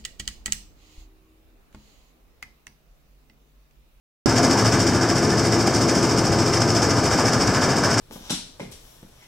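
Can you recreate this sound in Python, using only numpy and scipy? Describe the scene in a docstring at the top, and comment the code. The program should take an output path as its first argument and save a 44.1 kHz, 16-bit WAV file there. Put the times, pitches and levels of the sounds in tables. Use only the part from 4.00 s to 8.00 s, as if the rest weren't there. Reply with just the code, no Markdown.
"""A shaker shaft turns about 14 times a second in a screening plant, heard beside its steel side panels.
It drives a drone of shaft-rate multiples in the frame and throws loose metal into a bright rattle each turn.
Under it the engine roars as shaped noise and whines on steady tones; panels rumble, throb and clatter.
Random contacts ring the metal; harder knocks, clanks and one squeak stand out at set moments.
The microphone switches on with a pop after a quarter second of silence, right side first."""
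import sys
import numpy as np
from scipy import signal
from scipy.fft import rfft, irfft
from scipy.io import wavfile
from scipy.ndimage import uniform_filter1d

SR = 44100
rng = np.random.default_rng(int(sys.argv[2]) if len(sys.argv) > 2 else 0)


def store_wav(level_fs):
    """Save 16-bit WAV to argv[1]."""
    pcm = np.round(np.clip(np.atleast_2d(level_fs), -1, 1) * 32767)
    wavfile.write(sys.argv[1], SR, pcm.T.astype(np.int16))


N = 176400
TIME = np.arange(N) / SR  # seconds
BINS = np.maximum(np.arange(N // 2 + 1) * SR / N, 1)  # Hz

# Microphone: switch-on, steep top cut, and the pop as the right side opens first
START_S, CUTOFF_HZ = 0.265, 15700
POP_LEAD_S, POP_HZ, POP_T60_S = 0.0063, 350, 0.024
POP_DRIVE, POP_TOP = 1.4, 0.79  # push into the flattening, and the height where it flattens
POP_CRACKLE = 0.18  # bright noise added to the pop's sine
# Dips in the microphone's response: pitch_hz, half_width_hz, depth_db
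MIC_DIPS = [(1880, 43, 12), (2603, 180, 4.5), (3455, 143, 9), (3950, 110, 5), (4230, 75, 2.5),
            (4803, 47, 14.5)]
# Difference signal against the common signal in the stereo noise: pitch_hz, level_db
STEREO_WIDTH = [(25, -12), (50, -15), (75, -12), (150, -24), (300, -20), (600, -20.5), (1200, -18.5),
                (2100, -24.5), (2700, -26), (3800, -18), (5200, -9), (6500, -8), (8000, -4.5), (10000, -2),
                (13000, 0.5)]
# Balance of the whole machine: pitch_hz, left_minus_right_db
LEFT_RIGHT_BALANCE = [(30, -1), (60, 3), (92, 1.5), (140, 2.5), (210, 2.0), (330, 2.5), (500, 2.0),
                      (770, 1), (1170, 1), (1790, 1), (2740, -1), (4190, 3.5), (6410, -0.5), (9810, 1),
                      (15000, 1.5)]

# Frame drone: multiples of the shaft rate [orders], and the relative level of each [level_db]
SHAFT_HZ, SHAFT_WANDER_S, DRONE_WAVER_DB = 13.82, 0.0004, 2
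DRONE_ORDERS = [3, 4, 5, 6, 7, 8, 9, 10, 11, 12, 13, 15, 17, 18, 19, 20, 21, 27, 31, 33, 39]
DRONE_ORDER_LEVELS = [-53.5, -64, -42, -46, -35, -34.5, -54, -35.5, -43, -43.5, -44.5, -37, -44, -36, -35,
                      -39, -42.5, -40, -42.5, -45.5, -51]
# Swell of the whole drone: time_s, relative level_db
DRONE_SWELL = [(.26, -2.5), (1, 2), (2, -1.5), (3, 0), (4, -2.5)]

# Steady engine and fan tones: pitch_hz, level_db
ENGINE_TONES = [(107, -41), (114, -39.5), (124, -39.5), (175.6, -44.5), (296.3, -36.5), (356.7, -48),
                (416.3, -35.5), (538.6, -47), (677, -45.5), (685.4, -40.5), (1720, -57)]
TONES_WAVER_DB, ENGINE_WANDER_S = 2.5, 0.00053
# Engine roar over time: time_s, level_db
ROAR_SWELL = [(.26, -21), (.55, -20.5), (1, -25), (1.6, -21.5), (2.2, -21.5), (2.8, -22), (3.3, -22),
              (4, -23)]
# Colour of the roar: pitch_hz, relative level_db per Hz
ROAR_SPECTRUM = [(20, -22), (35, -17), (55, -12.5), (75, -7), (100, -5), (135, -3), (170, 0), (260, -3.5),
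                 (400, -2.5), (520, -6.5), (800, -8.5), (1600, -16), (2600, -24), (4000, -29), (5200, -18),
                 (8000, -38), (11000, -47), (16000, -48)]
WHINE_HZ, WHINE_WIDTH_HZ = 1220, 5.8
# Thin whine over time: time_s, level_db
WHINE_SWELL = [(.26, -50), (1.8, -43), (2.7, -37), (3.3, -35), (3.8, -50)]

RUMBLE_HZ, RUMBLE_WIDTH_HZ, BOOM_HZ, BOOM_WIDTH_HZ = 115, 45, 259, 44
# Low rumble of the housing: time_s, level_db
RUMBLE_SWELL = [(.26, -24), (.5, -37), (.62, -26), (.85, -31.5), (1.2, -39), (1.6, -36), (1.7, -27),
                (2.04, -33), (2.17, -45), (2.27, -30), (2.47, -39), (2.63, -28), (3.1, -38), (3.48, -27),
                (3.62, -44), (3.72, -27), (4, -36)]
# Higher boom of the housing: time_s, level_db
BOOM_SWELL = [(.26, -25.5), (.45, -24), (.7, -35), (1, -37), (1.4, -39), (4, -40)]
# Two close tones that throb beside the side panel: pitch_hz, relative level_db
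THROB_TONES = [(331.7, -2), (342.7, 0)]
# The throb fades as the microphone turns away: time_s, level_db
THROB_SWELL = [(.26, -34.5), (.8, -29.5), (1.8, -29), (2.3, -27.5), (2.8, -33), (3.3, -40), (4, -55)]
THROB_WAVER_DB, THROB_WANDER_S = 1, 0.00033

# Each throw: landing against the beat, its scatter, then the rise, hold and fall of the force
LAND_S, LAND_SPREAD_S, RISE_S, HOLD_S, FALL_S = -0.012, 0.0016, 0.011, 0.022, 0.019
THROW_SPREAD_DB = 0.8
HOUSING_T60_S, HOUSING_DB = 0.46, -10.5  # tail behind every rattle and clatter contact

# Contacts a second at unit force, spread of strength, ring time; REST is force between throws
RATTLE_PER_S, RATTLE_SPREAD_DB, RATTLE_T60_S, RATTLE_REST = 900, 2.5, 0.028, 0.059
CLATTER_PER_S, CLATTER_SPREAD_DB, CLATTER_T60_S, CLATTER_REST = 480, 1.4, 0.021, 0.77
# Rattle and ticks over time: time_s, level_db (ticks sit lower by TICK_DB)
RATTLE_SWELL = [(.26, -27), (.55, -25), (1, -27), (1.6, -28), (2.2, -27), (2.8, -27.5), (3.3, -27),
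                (4, -26.5)]
# Colour of the rattle and of the pop's crackle: pitch_hz, relative level_db per Hz
RATTLE_SPECTRUM = [(500, -26), (1500, -13), (2300, -7.5), (3000, -13), (3650, -9), (4100, -20.5),
                   (4600, -4.5), (5100, 0.5), (5450, -1.5), (5900, -6), (6800, -11.5), (7900, -9.5),
                   (8800, -17.5), (9700, -23.5), (12000, -29.5), (14000, -27.5), (16000, -43)]
# Panel clatter over time: time_s, level_db
CLATTER_SWELL = [(.26, -25.5), (.55, -26.5), (1, -26), (1.6, -32), (2.2, -31), (2.8, -29.5), (3.3, -26.5),
                 (4, -24.5)]
# Colour of the clatter: pitch_hz, relative level_db per Hz
CLATTER_SPECTRUM = [(100, -10), (250, -17), (450, -3.5), (700, 2), (1100, -1), (1700, 1), (2200, -9),
                    (2800, -14.5), (3700, -15), (5000, -34), (10000, -59)]

# Rings of the smallest loose parts: pitch_hz, relative level_db
TICK_RINGS = [(4640, -6), (5080, 1), (5230, -0.5), (5410, -3), (5680, -5.5), (6150, -3), (6760, -6),
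              (7450, -8.5), (8100, -8.5), (9150, -14)]
TICK_PER_S, TICK_SPREAD_DB, TICK_REST, TICK_DB = 45, 2, 0.45, -8  # rate is for each part
TICK_RISE_S, TICK_T60_S = 0.0003, 0.02

# Sharpest knocks of loose metal: start_s, relative level_db
KNOCK_HITS = [(0.365, -11), (0.382, -6), (0.511, -9), (0.53, -14), (0.657, -13), (0.7254, -25),
              (0.871, -13), (1.1004, -9.5), (1.395, -11.5), (1.6718, -8), (1.818, -12), (1.889, -13),
              (2.184, -7.5), (2.3971, -18), (2.5353, -6.5), (2.569, -10), (2.619, -8), (2.703, -12),
              (2.827, -12), (2.905, -9.5), (3.0626, -12), (3.2646, -19), (3.282, -10), (3.333, -7),
              (3.547, -10), (3.781, -12), (3.857, -10), (3.941, -9.5), (3.981, -8)]
# Colour of the knocks: pitch_hz, relative level_db per Hz
KNOCK_SPECTRUM = [(400, -28), (1500, 1), (2300, -2), (3650, -8.5), (4100, -12.5), (5200, 7.5), (6500, -3.5),
                  (8000, -8.5), (10000, -17.5), (15000, -37)]
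KNOCK_DB, KNOCK_T60_S = -11.5, 0.073

# Loudest panel clanks: start_s, relative level_db, pitch_hz
CLANK_HITS = [(0.395, -5, 694), (0.556, -9, 990), (0.5866, -6, 1000), (0.624, -6.5, 1070),
              (0.9556, -9, 910), (1.676, -2.5, 766), (2.818, -8, 830), (3.0929, -8, 1300), (3.188, -6, 940),
              (3.205, -9, 1190), (3.249, -5, 692), (3.694, -12, 1010), (3.836, -6.5, 1450),
              (3.867, -11, 1000)]
CLANK_DB, CLANK_T60_S, CLANK_OCTAVES = -14, 0.065, 0.24  # octaves: width of the mode cluster

# One brief squeak of metal
SQUEAK_S, SQUEAK_LENGTH_S, SQUEAK_HZ, SQUEAK_DB = 1.333, 0.012, 1755, -25


def from_db(db):
    """Decibels to gain."""
    return 10 ** (np.asarray(db) / 20)


def rms_one(x):
    """Scale to unit rms."""
    return x / np.sqrt(np.mean(x ** 2) + 1e-20)


def level(rows):
    """Gain over time from time_s, level_db rows."""
    return from_db(np.interp(TIME, *np.transpose(rows)))


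def at_hz(points):
    """Read a table along log frequency."""
    hz, value = np.transpose(points)
    return np.interp(np.log(BINS), np.log(hz), value)


def ring_down(age, t60):
    """Exponential decay that loses 60 dB in t60 seconds."""
    return np.exp(-np.log(1000) * age / t60)


def dying(start, t60):
    """Envelope of a blow: silent, then full at once, then decaying."""
    return (TIME >= start) * ring_down(np.clip(TIME - start, 0, 3 * t60), t60)


def drift(rate_hz):
    """Slow chance of rms 1: noise through two equal smoothing poles, one point per 100 samples."""
    pole = np.exp(-200 * np.pi * rate_hz / SR)
    noise = rng.standard_normal(N // 100 + 1002)
    slow = signal.lfilter([1], [1, -2 * pole, pole ** 2], noise)[1000:]  # drop the filter's settling
    return np.interp(np.arange(N) / 100, np.arange(len(slow)), rms_one(slow))


def colour(pair, spectrum):
    """Shape two unrelated signals and blend them into left and right; rms 1."""
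    mid, side = rfft(pair) * from_db(at_hz(spectrum))
    width = from_db(at_hz(STEREO_WIDTH))
    left_right = [mid + width * side, mid - width * side]
    return rms_one(irfft(left_right / np.hypot(1, width), N))


def partials(rows, waver_db, wander_s):
    """Sines whose speed wanders together while each wavers in level."""
    clock = TIME + wander_s * drift(0.64)
    out = 0
    for hz, db in rows:
        gain = np.sqrt(2) * from_db(db + waver_db * drift(1.4))
        out = out + gain * np.sin(2 * np.pi * (hz * clock + rng.random()))
    return out


def resonance(hz, width_hz):
    """A resonance shaken at random, its slow swings of level evened out; rms near 1."""
    response = 1 / (1 + (2 * (BINS - hz) / width_hz) ** 4)
    ring = irfft(rfft(rng.standard_normal(N)) * response, N)
    return ring / np.sqrt(uniform_filter1d(ring ** 2, size=SR // 10) + 1e-12)


def random_clicks(force, per_s, spread_db, cap):
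    """Contacts at random moments, of either sign, scaled by the force."""
    sizes = from_db(spread_db * np.minimum(rng.exponential(1, N), cap)) * rng.choice([-1, 1], N)
    return sizes * force * (rng.random(N) < per_s / SR)


def contacts(force, per_s, spread_db, t60, count):
    """Contacts dealt to several steel parts, each with a short dense ring and a tail in the housing."""
    clicks = random_clicks(force, per_s, spread_db, cap=4)
    part = rng.integers(0, count, N)
    age = TIME[:SR // 6]  # the tail stops after a sixth of a second
    decay = ring_down(age, t60) + from_db(HOUSING_DB) * ring_down(age, HOUSING_T60_S)
    out = 0
    for k in range(count):
        ring = decay * rng.standard_normal((2, len(age)))
        out = out + signal.fftconvolve([clicks * (part == k)], ring, axes=1)[:, :N]
    return out


def throws():
    """Force on the loose parts: they land a little early or late each turn; it rises, holds and falls."""
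    chance = rng.standard_normal((int(N / SR * SHAFT_HZ) + 2, 2))
    power = np.zeros(N)
    for turn, (late, hard) in enumerate(chance):
        lands = turn / SHAFT_HZ + LAND_S + LAND_SPREAD_S * late
        near = slice(max(int(lands * SR), 0), max(int((lands + 2 / SHAFT_HZ) * SR), 0))
        age = TIME[near] - lands
        rise = np.clip(age / RISE_S, 0, 1)
        fall = np.exp(-np.maximum(age - RISE_S - HOLD_S, 0) / FALL_S)
        power[near] += (from_db(THROW_SPREAD_DB * hard) * rise * fall) ** 2
    return np.sqrt(power)


def pop(opens):
    """The switch-on pop: a dying sine with bright crackle, flattened at its peaks."""
    crackle = colour(rng.standard_normal((2, N)), RATTLE_SPECTRUM)[1]
    thump = np.sin(2 * np.pi * POP_HZ * (TIME - opens)) + POP_CRACKLE * crackle
    return -POP_TOP * np.tanh(POP_DRIVE * dying(opens, POP_T60_S) * thump)


def shaker():
    """The frame drones on multiples of the shaft rate."""
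    rows = [(order * SHAFT_HZ, db) for order, db in zip(DRONE_ORDERS, DRONE_ORDER_LEVELS)]
    return level(DRONE_SWELL) * partials(rows, DRONE_WAVER_DB, SHAFT_WANDER_S)


def engine():
    """A broad roar with steady tones standing out of it, and a whine that swells late."""
    roar = level(ROAR_SWELL) * colour(rng.standard_normal((2, N)), ROAR_SPECTRUM)
    whine = level(WHINE_SWELL) * resonance(WHINE_HZ, WHINE_WIDTH_HZ)
    return roar + whine + partials(ENGINE_TONES, TONES_WAVER_DB, ENGINE_WANDER_S)


def panels():
    """The housing rumbles in lumps, booms at first, and throbs on two close tones beside the side panel."""
    rumble = level(RUMBLE_SWELL) * resonance(RUMBLE_HZ, RUMBLE_WIDTH_HZ)
    boom = level(BOOM_SWELL) * resonance(BOOM_HZ, BOOM_WIDTH_HZ)
    throb = level(THROB_SWELL) * partials(THROB_TONES, THROB_WAVER_DB, THROB_WANDER_S)
    return rumble + boom + throb


def rattle(force):
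    """Small loose metal chatters in a burst on each throw."""
    hits = contacts(force + RATTLE_REST, RATTLE_PER_S, RATTLE_SPREAD_DB, RATTLE_T60_S, count=8)
    return level(RATTLE_SWELL) * colour(hits, RATTLE_SPECTRUM)


def ticks(force):
    """The smallest parts tick one by one, each with its own short ring."""
    age = TIME[:SR // 10]
    envelope = ring_down(age, TICK_T60_S) * np.tanh(age / TICK_RISE_S) ** 2
    out = 0
    for hz, db in TICK_RINGS:
        clicks = random_clicks(force + TICK_REST, TICK_PER_S, TICK_SPREAD_DB, cap=3)
        phase = rng.random((2, 1)) / 4  # in turns, one for each side
        ring = envelope * np.sin(2 * np.pi * (hz * age + phase))
        out = out + from_db(db) * signal.fftconvolve([clicks], ring, axes=1)[:, :N]
    return from_db(TICK_DB) * level(RATTLE_SWELL) * rms_one(out)


def clatter(force):
    """Heavier panels and the deck knock all the time, a little harder on each throw."""
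    hits = contacts(force + CLATTER_REST, CLATTER_PER_S, CLATTER_SPREAD_DB, CLATTER_T60_S, count=8)
    return level(CLATTER_SWELL) * colour(hits, CLATTER_SPECTRUM)


def knocks():
    """Harder knocks of loose metal: dying bursts of noise, fuller in the middle than the chatter."""
    blows = sum(from_db(db + KNOCK_DB) * dying(start, KNOCK_T60_S) for start, db in KNOCK_HITS)
    return blows * colour(rng.standard_normal((2, N)), KNOCK_SPECTRUM)


def clanks():
    """Single harder blows set a cluster of panel modes ringing, made as a dying band of noise."""
    out = 0
    for start, db, hz in CLANK_HITS:
        edges = hz * 2 ** (CLANK_OCTAVES * np.array([-0.5, 0.5]))
        band = signal.butter(2, edges, "band", fs=SR, output="sos")
        modes = rms_one(signal.sosfilt(band, rng.standard_normal(N)))
        out = out + from_db(db + CLANK_DB) * dying(start, CLANK_T60_S) * modes
    return out


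def squeak():
    """Metal rubs briefly at an unsteady pitch: a sine with a drifting phase."""
    swell = np.exp(-((TIME - SQUEAK_S) / SQUEAK_LENGTH_S) ** 2)
    tone = np.sqrt(2) * np.sin(2 * np.pi * SQUEAK_HZ * TIME + drift(31))
    return from_db(SQUEAK_DB) * swell * tone


def scene():
    """The whole machine, slightly to the left."""
    force = throws()
    machine = shaker() + engine() + panels()
    machine = machine + rattle(force) + ticks(force) + clatter(force)
    machine = machine + knocks() + clanks() + squeak()
    # each side takes half of the left-right difference
    sides = from_db(at_hz(LEFT_RIGHT_BALANCE) * [[0.5], [-0.5]])
    return irfft(rfft(machine) * sides, N)


def record(dry):
    """Microphone dips, the switch-on with its pop on the right, and a steep top cut."""
    dips_db = sum(depth / (1 + ((BINS - hz) / width) ** 2) for hz, width, depth in MIC_DIPS)
    right_opens = START_S - POP_LEAD_S
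    is_open = TIME >= np.array([[START_S], [right_opens]])
    heard = irfft(rfft(dry) * from_db(-dips_db), N) * is_open
    heard[1] += pop(right_opens)
    top_cut = signal.ellip(12, 0.1, 90, CUTOFF_HZ, fs=SR, output="sos")
    return signal.sosfilt(top_cut, heard)


dry = scene()
out = record(dry)
store_wav(out)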